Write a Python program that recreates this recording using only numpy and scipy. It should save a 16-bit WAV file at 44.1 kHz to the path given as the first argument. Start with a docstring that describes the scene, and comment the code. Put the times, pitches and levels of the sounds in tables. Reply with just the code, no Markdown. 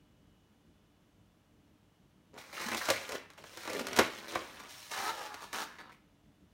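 """Quiet air, hum and a thin whine fill a small bare room, made from coloured noise and sine waves.
From 2.3 s a twisted latex balloon figure is pulled off a wrist and turned over: skin sticks and slips,
made of uneven kicks and noise; now and then the lobes snap past each other, hardest near 4 s (noise bursts).
Both hands close round it by 4.85 s; from then on short squeaks of nearly regular slips join the rubbing.
It is set down with the last light touches near 5.9 s. Echoes surround all sounds of the balloon."""
import sys
import numpy as np
from scipy import signal
from scipy.fft import rfft, irfft
from scipy.io import wavfile
from scipy.ndimage import uniform_filter1d

SR = 44100
rng = np.random.default_rng(int(sys.argv[2]) if len(sys.argv) > 2 else 0)


def store_wav(level_fs):
    """Save 16-bit WAV to argv[1]."""
    pcm = np.round(np.clip(np.atleast_2d(level_fs), -1, 1) * 32767)
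    wavfile.write(sys.argv[1], SR, pcm.T.astype(np.int16))


N = 287967  # length of the scene in samples


def amp(db):
    """Decibels to gain."""
    return 10 ** (np.asarray(db) / 20)


def evened(x):
    """Scales a sound to an average strength (rms) of 1."""
    return x / np.sqrt(np.mean(x ** 2) + 1e-20)


def read(points, hz):
    """Reads a table between its points, on a log-frequency axis."""
    f, value = np.transpose(points)
    return np.interp(np.log(hz + 1), np.log(f + 1), value)


def drift(per_s):
    """Smooth random wandering of rms 1; a higher per_s wanders faster."""
    step = SR / (2 * per_s)
    knots = signal.resample_poly(rng.standard_normal(int(N / step) + 4), 8, 1)
    return evened(np.interp(np.arange(N) / step * 8, np.arange(len(knots)), knots))


# colour of the still room air: (f/Hz, relative level per Hz/dB)
AIR_COLOUR = [(24, -34), (40, -1.5), (120, -5.5), (150, -3), (235, -3.5), (266, -10), (294, -2.5),
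              (368, -14), (438, -12.5), (472, -15.5), (606, -16), (2270, -26), (2920, -25), (4920, -32),
              (6000, -31.5), (8000, -36), (15500, -39.5)]
# faint electrical hum, before its level wavers: (f/Hz, level/dB)
HUM_TONES = [(96.9, -74.5), (199.2, -80), (290.7, -86.5), (613.7, -87)]
# thin electrical whine, before its level wavers: (f/Hz, level/dB)
WHINE_TONES = [(2945, -85.5), (3230, -94), (3488, -91)]


def background():
    """Soft air noise with a restless rumble, plus hum and whine whose level and phase waver."""
    hz, t = np.fft.rfftfreq(N, 1 / SR), np.arange(N) / SR
    air = evened(irfft(rfft(rng.standard_normal(N)) * amp(read(AIR_COLOUR, hz)), N))
    rumble = signal.sosfiltfilt(signal.butter(2, 400, fs=SR, output="sos"), air)
    air = air + rumble * (amp(1.7 * drift(7.8)) - 1)
    sound = amp(-66.5) * air
    for f, db in HUM_TONES:
        sound += amp(db + 2.1 * drift(4.9)) * np.sin(2 * np.pi * f * t + 1.1 * drift(1.3))
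    for f, db in WHINE_TONES:
        level = amp(db + 1.4 * drift(4) + 2 * drift(0.82))
        sound += level * np.sin(2 * np.pi * f * t + .5 * drift(2.1))
    return sound


def touch(start, length, swell_db):
    """Gain of one contact: the skin takes hold quickly, swells or fades, and lets go more slowly."""
    attack_s, release_s = .003, .016  # time constants
    t = np.arange(N) / SR - start
    attack = (1 + np.tanh(t / (2 * attack_s) - 1)) / 2
    hold = amp(swell_db * (np.clip(t / length, 0, 1) - .5))
    return attack * hold * np.exp(-np.clip((t - length) / release_s, 0, 20))


# strokes of skin over latex: (start t/s, length t/s, level/dB, swell from start to end level/dB,
# groan re stroke level/dB, hiss re stroke level/dB, slips per second in mid-stroke f/Hz,
# pitch of the rubbed patch f/Hz, ring of the patch re stroke level/dB)
HAND_STROKES = [ (2.325, 0.04, -64, 14, 9, -11, 214, 730, 4),
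                (2.372, 0.047, -52.5, -5, -9, -3, 240, 730, -7),
                (2.422, 0.11, -59.5, 3, -7, -2.5, 264, 1210, -12),
                (2.525, 0.12, -46.5, 8, -7.5, -2, 232, 1910, -4),
                (2.652, 0.088, -43, 1, -8, -4.5, 139, 1548, -11),
                (2.76, .025, -44, 1.5, -10, 4, 260, 3450, -1),
                (2.799, 0.1, -43.5, 2.5, -7, -2, 262, 1450, -2),
                (2.908, 0.064, -44, -2, -6, -4, 270, 2100, 1.5),
                (2.985, 0.099, -49, -4, -7.5, -3.5, 252, 2200, -9),
                (3.086, 0.069, -47, 8, 4.5, -6, 268, 1440, -7),
                (3.165, 0.1, -58.5, -11.5, -3, -21, 243, 530, -6),
                (3.27, 0.098, -67.5, -2.5, -7, -13, 196, 1481, -6),
                (3.371, 0.061, -57.5, -5, -0.5, -5.5, 247, 3400, -13),
                (3.441, 0.13, -59, 2.5, -2.5, 0.5, 260, 2987, -4),
                (3.568, .11, -52.5, 1.5, -8, 0, 272, 1698, -5),
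                (3.681, 0.11, -47.5, 2.5, 7, -4.5, 237, 3433, -11),
                (3.785, 0.036, -46, 0.5, 5.5, -4.5, 186, 799.3, -11),
                (3.832, 0.24, -46.5, 4, 2, -8.5, 171, 1711, -11),
                (4.092, 0.11, -51, -2, -3.5, -5, 190, 2596, -11),
                (4.158, 0.03, -53, 0, -11, -2, 222, 3400, -1),
                (4.21, 0.063, -53.5, 0, 0, -3.5, 188, 1099, -0.5),
                (4.271, .045, -49.5, 1, -1, -0.5, 234, 3707, -0.5),
                (4.318, 0.11, -47.5, -3, 2, -6.5, 228, 600, -4),
                (4.427, 0.27, -55, -2, -5.5, -4.5, 188, 1100, -13),
                (4.622, .02, -57, -2, 0, -8.5, 190, 1150, 1),
                (4.68, 0.22, -58.5, -1, -13, 5, 360, 2844, -7),
                (4.903, 0.2, -40.5, 1, -15, -3.5, 299, 1898, -10),
                (5.12, 0.15, -47.5, 1.5, -5.5, -4.5, 276, 3000, -10),
                (5.282, 0.13, -53, -1, -13, -7.5, 222, 1108, -2.5),
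                (5.402, 0.042, -50, 6, -6.5, -5, 228, 1190, -5.5),
                (5.463, .06, -59, -1.5, -19, -6.5, 260, 2400, -10),
                (5.525, 0.1, -39.5, -0.5, -10.5, -4.5, 168, 1272, -5),
                (5.64, 0.13, -56.5, -3, -10, -11.5, 160, 1400, -3),
                (5.779, 0.032, -48.5, -2.5, -10, -15, 205, 1680, -4),
                (5.826, 0.058, -61, 0.5, -6, -20, 163, 1110, 2),
                (5.885, 0.024, -59, -0.5, -8, -16, 189, 1250, 4),
                (5.913, 0.02, -62, -1.5, 2.5, -3, 118, 2250, 0), ]
SLIP_SAG = .32  # the slips slow by this share over a stroke, as the hand runs out of travel
UNSTEADY_DB, UNSTEADY_PER_S = 0.5, 18  # the pressure of the fingers wavers


def hands():
    """Gains of rasp, groan, hiss and patch; then slip rate and patch pitch, led by the strongest stroke."""
    t = np.arange(N) / SR
    rasp, groan, hiss, patch, rate, pitch = np.zeros((6, N))
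    for start, length, db, swell_db, groan_db, hiss_db, per_s, patch_hz, patch_db in HAND_STROKES:
        power = (amp(db) * touch(start, length, swell_db)) ** 2
        travel = np.clip((t - start) / length, 0, 1)
        rasp += power
        groan += power * amp(groan_db) ** 2
        hiss += power * amp(hiss_db) ** 2
        patch += power * amp(patch_db) ** 2
        # rate and pitch are averages weighted by the power of each stroke
        pitch += power * patch_hz
        rate += power * per_s * (1 - SLIP_SAG * (travel - .5))
    pressure = amp(UNSTEADY_DB * drift(UNSTEADY_PER_S))
    rate = np.where(rasp > 0, rate / (rasp + 1e-30), 200)
    pitch = np.where(rasp > 0, pitch / (rasp + 1e-30), 700)
    return *(pressure * np.sqrt([rasp, groan, hiss, patch])), rate, pitch


# both hands close round the figure: (t/s, grip from 0 to 1)
HAND_GRIP = [(4.45, 0), (4.85, 1)]


def grip_curve():
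    """How firmly the hands hold the figure at every sample, drawn straight between the table's rows."""
    s, grip = np.transpose(HAND_GRIP)
    return np.interp(np.arange(N) / SR, s, grip)


def ring(x, colour, modes=(), size=16384):
    """Filter of unit energy that never rings ahead: a broad colour with resonances standing out of it."""
    hz = np.fft.rfftfreq(size, 1 / SR)
    lift = np.ones(len(hz))
    for centre, width, db in modes:
        lift += (amp(abs(db)) ** 2 - 1) / (1 + (2 * (hz - centre) / width) ** 2)
    log_gain = np.log(amp(read(colour, hz)) * np.sqrt(lift))
    # minimum phase: the response starts at once and dies away
    circle = np.concatenate([log_gain, log_gain[-2:0:-1]])
    taps = np.fft.ifft(np.exp(np.conj(signal.hilbert(circle)))).real[:size // 2]
    return signal.oaconvolve(x, taps / np.linalg.norm(taps))[:N]


def resonate(x, hz, width):
    """A resonance, width in Hz, that follows the moving pitch hz."""
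    turn = np.exp(2j * np.pi * np.cumsum(hz) / SR)
    r = np.exp(-np.pi * width / SR)
    return 2 * (turn * signal.lfilter([1 - r], [1, -r], x / turn)).real


def steadied(x, size=1800):
    """Evens out the power over a few slips, so that the hand sets the level."""
    power = uniform_filter1d(uniform_filter1d(x ** 2, size), size)
    return x / np.sqrt(abs(power) + 1e-12)


def slips(rate, jitter, uneven_db):
    """Stick-slip: one kick each time the rubber lets go, uneven in spacing and size."""
    turns = np.cumsum(rate * np.exp(jitter * drift(120))) / SR
    kicks = np.diff(np.floor(turns), prepend=0) * amp(uneven_db * drift(160))
    return steadied(kicks)


def scrape(kicks, decay_s):
    """Each slip drags skin over rubber for an instant: a tiny burst of noise."""
    power = signal.lfilter([1], [1, -np.exp(-2 / (decay_s * SR))], kicks ** 2)
    return evened(np.sqrt(power) * rng.standard_normal(N))


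def dispersed(kicks, spread_s, size=512):
    """Treble outruns bass across the stretched skin, so each kick arrives as a short downward chirp."""
    hz = np.fft.rfftfreq(size, 1 / SR)
    delay = spread_s / np.sqrt(1 + hz / 500)
    chirp = irfft(np.exp(-2j * np.pi * np.cumsum(delay) * hz[1]), size)
    return signal.oaconvolve(kicks, chirp)[:N]


# resonances of the loose balloon lobes, with steady low modes of the room among them, also heard in the snaps:
# (f/Hz, width f/Hz, lift level/dB)
LOOSE_RESONANCES = [(168, 12, 5), (218, 14, 4), (243, 14, 6.5), (270, 14, 3), (331, 26, 8), (378, 20, 3.5),
                    (428, 16, 5.5), (461, 14, 5), (527, 18, 8), (566, 18, 6), (632, 24, 7), (737, 24, 4),
                    (828, 36, 6), (938, 36, 3.5), (1036, 30, 6), (1168, 30, 3.5), (1376, 40, 2.5),
                    (1461, 34, 4.5), (1668, 40, 3.5), (1950, 70, 4), (2180, 60, 4), (2360, 60, 4),
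                    (4050, 400, 4.5), (5530, 400, 2.5)]
# resonances of the lobes squeezed between the palms: (f/Hz, width f/Hz, lift level/dB, sign ignored)
SQUEEZED_LOBES = [(820, 71, 6), (946.3, 64.6, 8), (1032.3, 41.9, 1), (1163, 31, 5.5), (1272, 42.5, 2),
                  (1379.3, 64, 1), (1710, 67, 8), (1744.7, 40.8, 11), (2881, 114, 5), (3511, 129, 5),
                  (3779, 171, 9.5), (4594, 220, -7)]
# colour of the slow groan: (f/Hz, relative level per Hz/dB)
GROAN_COLOUR = [(40, -27.5), (80, -12.5), (200, 1.5), (400, -3), (600, 5), (750, -1), (1100, -17),
                (3000, -37.5)]
# colour of the rasp, and of the ringing skin in the snaps: (f/Hz, relative level per Hz/dB)
RASP_COLOUR = [(100, -32.5), (400, -8.5), (750, 3), (1100, 6), (2200, 2), (3000, -3.5), (4300, -8.5),
               (7000, -31.5), (15000, -43)]
# colour of the rasp under a firm grip: (f/Hz, relative level per Hz/dB)
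GRIPPED_COLOUR = [(100, -27.5), (400, 1), (750, 2), (1200, 6.5), (1800, -2), (2500, -4.5), (4300, -8.5),
                  (7000, -25), (15000, -31.5)]
# colour of the sliding skin's hiss: (f/Hz, relative level per Hz/dB)
HISS_COLOUR = [(500, -17.5), (2000, 1), (3500, -1), (6200, 2), (7800, -4.5), (9500, -2.5), (10400, -8.5),
               (11800, -8), (15500, -8)]
SWINGS_PER_SLIP = 1.81  # the groan's pitch over the slip rate
PATCH_WANDER, PATCH_WIDTH_HZ = .1, 730  # the patch rings broadly, and its pitch wanders with the fingers


def rubbing(rasp_gain, groan_gain, hiss_gain, patch_gain, rate, patch_hz):
    """Hands creep over the latex: rasp, groan, hiss and patch ring, all from the same contact."""
    grip = grip_curve()
    fast = slips(rate, jitter=.45, uneven_db=-1.0)
    slow = slips(rate * .4, jitter=.6, uneven_db=2.0)
    # the rasp takes its colour from the loose resonances or the squeezed lobes
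    drive = dispersed(fast, spread_s=0.00299)
    drive = drive + 0.35 * scrape(fast, decay_s=0.0019) + .5 * scrape(slow, decay_s=0.0047)
    drive = evened(drive)
    loose = steadied(ring(drive, RASP_COLOUR, LOOSE_RESONANCES))
    gripped = steadied(ring(drive, GRIPPED_COLOUR, SQUEEZED_LOBES))
    rasp = amp(-1.5) * rasp_gain * ((1 - grip) * loose + grip * gripped)
    # whole lobes judder more slowly and swing at their own pitch
    swing = evened(resonate(slow, rate * SWINGS_PER_SLIP, width=160)) + 0.44 * slow
    groan = amp(-0.5) * groan_gain * steadied(ring(swing, GROAN_COLOUR, LOOSE_RESONANCES))
    # every slip also spits a little hiss, over a steady slide
    grit = scrape(fast, decay_s=0.0013) + 0.8 * scrape(slow, decay_s=0.0014)
    grit = evened(grit + 0.85 * rng.standard_normal(N))
    hiss = amp(1.58) * hiss_gain * ring(grit, HISS_COLOUR, LOOSE_RESONANCES)
    # the patch under the finger rings at each catch
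    pitch = patch_hz * np.exp(PATCH_WANDER * drift(20))
    catches = evened(slow) + 0.6 * drive
    patch = resonate(resonate(catches, pitch, PATCH_WIDTH_HZ), pitch, PATCH_WIDTH_HZ)
    return rasp + groan + hiss + patch_gain * steadied(patch)


TWANG_STRETCH = .12  # the stretched rubber starts sharp by this share and relaxes


def twang(hz, decay_s, size=4096):
    """A patch of rubber swings, swelling to 1 and dying away as its pitch settles."""
    t = np.arange(size) / SR
    age = t / max(decay_s, .0002)
    turns = hz * (t + TWANG_STRETCH * decay_s * (1 - np.exp(-age)))
    return np.sin(2 * np.pi * turns) * age * np.exp(1 - age)


# the rate is an upper guide, thinned by the clusters; sizes vary upward from 0 to twice the spread
GRAINS_PER_S, GRAIN_LOW_HZ, GRAIN_HIGH_HZ, GRAIN_CYCLES, GRAIN_SPREAD_DB = 260, 900, 7500, 1.1, 4.5
# how often clusters change, swing of the grain rate, wander and width of their pitch (natural log)
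CLUSTERS_PER_S, CLUSTER_DB, CLUSTER_WANDER, CLUSTER_WIDTH = 35, 5, .5, .5
GRAIN_DB, GRAIN_GRIP_DB = -3.5, -6  # level re the stroke, and its change under the grip


def grains(rasp_gain, count=32):
    """Tiny patches let go in clusters under the sliding skin, each cluster around its own pitch."""
    out = np.zeros(N)
    crowding = amp(CLUSTER_DB * drift(CLUSTERS_PER_S))
    middle = np.log(GRAIN_LOW_HZ * GRAIN_HIGH_HZ) / 2
    centre = middle + CLUSTER_WANDER * drift(CLUSTERS_PER_S)
    for hz in np.geomspace(GRAIN_LOW_HZ, GRAIN_HIGH_HZ, count):
        size = amp(GRAIN_SPREAD_DB * np.minimum(rng.exponential(1, N), 2))
        near = np.exp(-((np.log(hz) - centre) / CLUSTER_WIDTH) ** 2)
        chance = near * crowding * GRAINS_PER_S / count / SR
        kicks = size * (rng.random(N) < chance)
        out += signal.oaconvolve(kicks, twang(hz, GRAIN_CYCLES / hz))[:N]
    return amp(GRAIN_DB + GRAIN_GRIP_DB * grip_curve()) * rasp_gain * evened(out)


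def whitened(x, width_hz):
    """Levels the broad humps of a short random response, keeping its course in time; unit energy."""
    z = rfft(x, 2 * len(x))
    bins = max(int(width_hz * 2 * len(x) / SR), 1)
    even = irfft(z / np.sqrt(abs(uniform_filter1d(abs(z) ** 2, bins)) + 1e-12))[:len(x)]
    return even / np.linalg.norm(even)


def burst(length_s, rise_s, fall=0.98, size=4096):
    """A sudden release of unit energy: the membrane shudders and dies, more abruptly for a higher fall."""
    t = np.arange(size) / SR
    decay = np.exp(-(t / max(length_s, .0005)) ** fall)
    shudder = rng.standard_normal(size) * decay * (1 - np.exp(-t / rise_s))
    return whitened(shudder, width_hz=77)


# snaps of the rubber: (t/s, relative level/dB, crack re that level/dB, length of the jump t/s)
LOBE_SNAPS = [ (2.378, -45.5, -8, 0.0036), (2.529, -46, 1.5, 0.0027), (2.601, -37, -9, 0.0054),
              (2.663, -42, 9, 0.0054), (2.685, -34.5, 5, 0.0055), (2.7178, -32, -1.5, 0.003),
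              (2.732, -36, 4.5, 0.0037), (2.7452, -30, 3, 0.0048), (2.855, -45.5, 16.5, 0.0026),
              (2.8866, -27, 1.5, 0.0051), (2.9012, -23.5, 8.5, 0.0042), (3.091, -42, 10, 0.0045),
              (3.119, -40.5, 9, 0.0064), (2.978, -45, 5, .003), (2.989, -48, 4, .003),
              (3.017, -48, 3, 0.0031), (3.302, -51.5, 5.5, 0.0029), (3.3343, -59, 7, 0.0024),
              (3.377, -49.5, 1.5, 0.0059), (3.4391, -45.5, -0.5, 0.0038), (3.572, -43, 8.5, 0.0037),
              (3.632, -48, 2, 0.0043), (3.652, -40, 0, 0.003), (3.675, -33.5, -2, 0.0042),
              (3.698, -38.5, 6, 0.0056), (3.731, -37.5, 8, 0.0052), (3.748, -39.5, 3, 0.0067),
              (3.794, -39, 9, 0.0036), (3.868, -36.5, 9, 0.0033), (3.884, -40.5, 3.5, 0.0042),
              (3.93, -35, 2.5, 0.0036), (3.959, -40.5, 4, 0.0038), (3.963, -33, 10.5, 0.0048),
              (3.972, -28.5, 5, 0.0092), (3.9873, -16.5, 2.5, 0.0056), (3.9924, -26, 4.5, 0.0035),
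              (4.015, -28.5, -7.5, 0.0063), (4.076, -45, -11, 0.0042), (4.319, -42.5, 6, 0.0068),
              (4.351, -36, 3, 0.0039), (4.355, -28.5, -5, 0.003), (4.598, -44, 3.5, 0.0079),
              (4.9143, -43.5, 11, 0.0055), (5.289, -54, 5, .003), (5.342, -40.5, 4, 0.0026),
              (5.421, -51, 6, .003), (5.441, -49, 5, 0.0029), (5.5291, -40, 8.5, 0.003), ]
# colour of a snap's thump: (f/Hz, relative level per Hz/dB)
THUMP_COLOUR = [(45, -27), (65, -8.5), (100, 0), (160, -10.5), (260, -2), (600, -0.5), (900, -6),
                (2500, -48.5)]
# colour of a snap's crack: (f/Hz, relative level per Hz/dB)
CRACK_COLOUR = [(700, -19.5), (2500, 2.5), (4000, 2), (6500, 3), (8500, -2), (10400, -5.5), (12000, -5),
                (15500, -10.5)]
# only hard snaps move the air inside: dB of thump per dB of snap, even at this level
FULL_THUMP_DB, THUMP_GROWTH = -23.5, 1.13


def snaps(rasp_gain):
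    """Lobes jump past each other: a crack, a ring of the skin and a thump of the air inside."""
    crack, skin, thump = np.zeros((3, N + SR))
    for s, level_db, crack_db, length in list(LOBE_SNAPS) + crackle(rasp_gain):
        thump_db = FULL_THUMP_DB + THUMP_GROWTH * (level_db - FULL_THUMP_DB)
        layers = ((crack, level_db + crack_db, burst(length * 0.68, rise_s=0.0045, fall=1.5)),
                  (skin, level_db, burst(length * 1.2, rise_s=0.00036, fall=0.85)),
                  (thump, thump_db, burst(length * 2.0, rise_s=0.0014)))
        start = round(s * SR)
        for track, db, sound in layers:
            track[start:start + len(sound)] += amp(db) * sound
    cracks = amp(15.0) * ring(crack, CRACK_COLOUR, LOOSE_RESONANCES)
    skins = amp(23.5) * ring(skin, RASP_COLOUR, LOOSE_RESONANCES)
    thumps = amp(21.0) * ring(thump, THUMP_COLOUR, LOOSE_RESONANCES)
    return cracks + skins + thumps


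CRACKLE_DB, CRACKLE_SPREAD_DB = -2, 3.5  # level of the small snaps re the stroke's, and its spread
CRACKLE_CRACK_DB, CRACKLE_S = -4, 0.0035  # their crack re their level, and their length


def crackle(rasp_gain, count=70):
    """Small snaps at chance moments, as strong as the rubbing allows; rows like LOBE_SNAPS."""
    first, last = LOBE_SNAPS[0][0], LOBE_SNAPS[-1][0]
    rows = []
    for when, size in rng.random((count, 2)):
        s = first + when * (last - first)
        stroke_db = 20 * np.log10(rasp_gain[round(s * SR)] + 1e-9)
        level_db = stroke_db + CRACKLE_DB + CRACKLE_SPREAD_DB * (2 * size - 1)
        rows.append((s, level_db, CRACKLE_CRACK_DB, CRACKLE_S))
    return rows


# a lobe or a patch of skin springs free and swings: (t/s, settled pitch f/Hz, peak level/dB, decay t/s)
FREE_SWINGS = [(2.659, 223, -39, 0.0066), (2.746, 250.4, -40, 0.0045), (2.887, 586, -25, 0.0026),
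               (2.903, 530.2, -24, 0.0061), (3.091, 513, -32.5, 0.003), (3.133, 248, -45, 0.0067),
               (3.143, 520, -34.5, 0.0034), (3.572, 476, -41, 0.0017), (3.748, 402, -35, .004),
               (3.808, 470, -36.5, 0.0034), (3.93, 5502, -37.5, .0016), (3.988, 324.6, -20.5, 0.0042),
               (3.989, 1036, -20, 0.0017), (3.99, 465, -25, .004), (3.992, 250.6, -31, .004),
               (4.3556, 1054, -23.5, 0.0012), (4.356, 340, -34, .003), (4.357, 622, -31, 0.0029),
               (5.935, 215, -61, 0.0087)]


def twangs():
    """Released lobes swing low; a patch caught by a fingertip whistles."""
    out = np.zeros(N + SR)
    for s, hz, db, decay_s in FREE_SWINGS:
        sound = amp(db) * twang(hz, decay_s)
        out[round(s * SR):][:len(sound)] += sound
    return out[:N]


# under a firm grip the slips lock into squeaks:
# (start t/s, length t/s, level/dB, pitch in the middle f/Hz, climb in Hz per s)
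GRIP_SQUEAKS = [(4.955, 0.087, -41, 388, 399), (5.052, 0.051, -35.5, 432, 700.5),
                (5.16, 0.055, -45, 415.1, 99.5), (5.235, .035, -48.5, 420, 0), (5.297, 0.03, -48, 419, 2),
                (5.575, .052, -47, 429.4, 100)]
# colour of the squeaks: (f/Hz, relative level per Hz/dB)
SQUEAK_TONE = [(200, -22), (400, -4), (550, -5), (780, 7), (1150, -1.5), (1380, 3.5), (1750, -6),
               (2600, -26), (4000, -22), (6000, -26), (12000, -50)]


def squeak():
    """Nearly regular slips make a rough stack of harmonics, swelling and mostly climbing in pitch."""
    t = np.arange(N) / SR
    gain, pitch = np.zeros(N), np.full(N, float(GRIP_SQUEAKS[0][-2]))
    for start, length, db, hz, climb in GRIP_SQUEAKS:
        gain += amp(db) * touch(start, length, swell_db=3)
        gliding = hz + climb * (np.minimum(t - start, length) - length / 2)
        pitch = np.where(t < start, pitch, gliding)
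    kicks = slips(pitch, jitter=.03, uneven_db=4)
    return gain * steadied(ring(dispersed(kicks, spread_s=0.00288), SQUEAK_TONE))


# time in which the room's echoes fall by 60 dB: (f/Hz, t/s)
ROOM_DECAY = [(100, .36), (300, 0.35), (800, 0.32), (2000, 0.49), (5000, 0.34), (13000, 0.27)]


def echoes(wet_db, table_db, size=32768):
    """Quick reflections from the table top and arms, then the tail of a small hard room."""
    t = np.arange(size) / SR
    taps = rng.choice([-1., 1.], size) * (rng.random(size) < 5000 / SR) * (t > .007)
    # each frequency of the tail dies at its own speed
    hz, at, z = signal.stft(taps, SR, nperseg=256)
    fade = amp(-60 * at / read(ROOM_DECAY, hz)[:, None])
    tail = signal.istft(z * fade, SR, nperseg=256)[1][:size]
    early = rng.standard_normal(size) * (rng.random(size) < 3000 / SR)
    early = early * (t > .003) * np.exp(-t / .009)
    return amp(wet_db) * whitened(tail, width_hz=180) + amp(table_db) * whitened(early, width_hz=43)


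# colour that the surfaces give to the echoes: (f/Hz, level/dB)
WALL_COLOUR = [(100, -0.5), (600, -5), (3000, -1), (6000, -4), (10000, -3.5), (15000, -4)]


def room(x, wet_db, table_db, moves_per_s, count=10):
    """The figure keeps turning, so one pattern of reflections gives way to the next, in a cycle of count."""
    place = np.arange(N) / SR * moves_per_s
    hz = np.fft.rfftfreq(N, 1 / SR)
    coloured = irfft(rfft(x) * amp(read(WALL_COLOUR, hz)), N)
    out = x.copy()
    for k in range(count):
        away = abs((place - k + count / 2) % count - count / 2)
        share = np.cos(np.pi / 2 * np.minimum(away, 1))
        out += signal.oaconvolve(coloured * share, echoes(wet_db, table_db))[:N]
    return out / np.sqrt(1 + amp(wet_db) ** 2 + amp(table_db) ** 2)


def scene():
    """The balloon in its room."""
    rasp_gain, *contact = hands()
    balloon = rubbing(rasp_gain, *contact) + grains(rasp_gain) + snaps(rasp_gain)
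    balloon = balloon + twangs() + squeak()
    return (room(balloon, wet_db=-4.5, table_db=-3.5, moves_per_s=13) + background())[None]


def record(dry):
    """The microphone sheds deep bass; a steep filter ends the treble near 15.9 kHz."""
    thinned = signal.sosfilt(signal.butter(4, 40, "highpass", fs=SR, output="sos"), dry)
    treble_limit = signal.firwin(511, 15900, window=("kaiser", 9), fs=SR)
    return signal.oaconvolve(thinned, treble_limit[None], "same")


dry = scene()
out = record(dry)
store_wav(out)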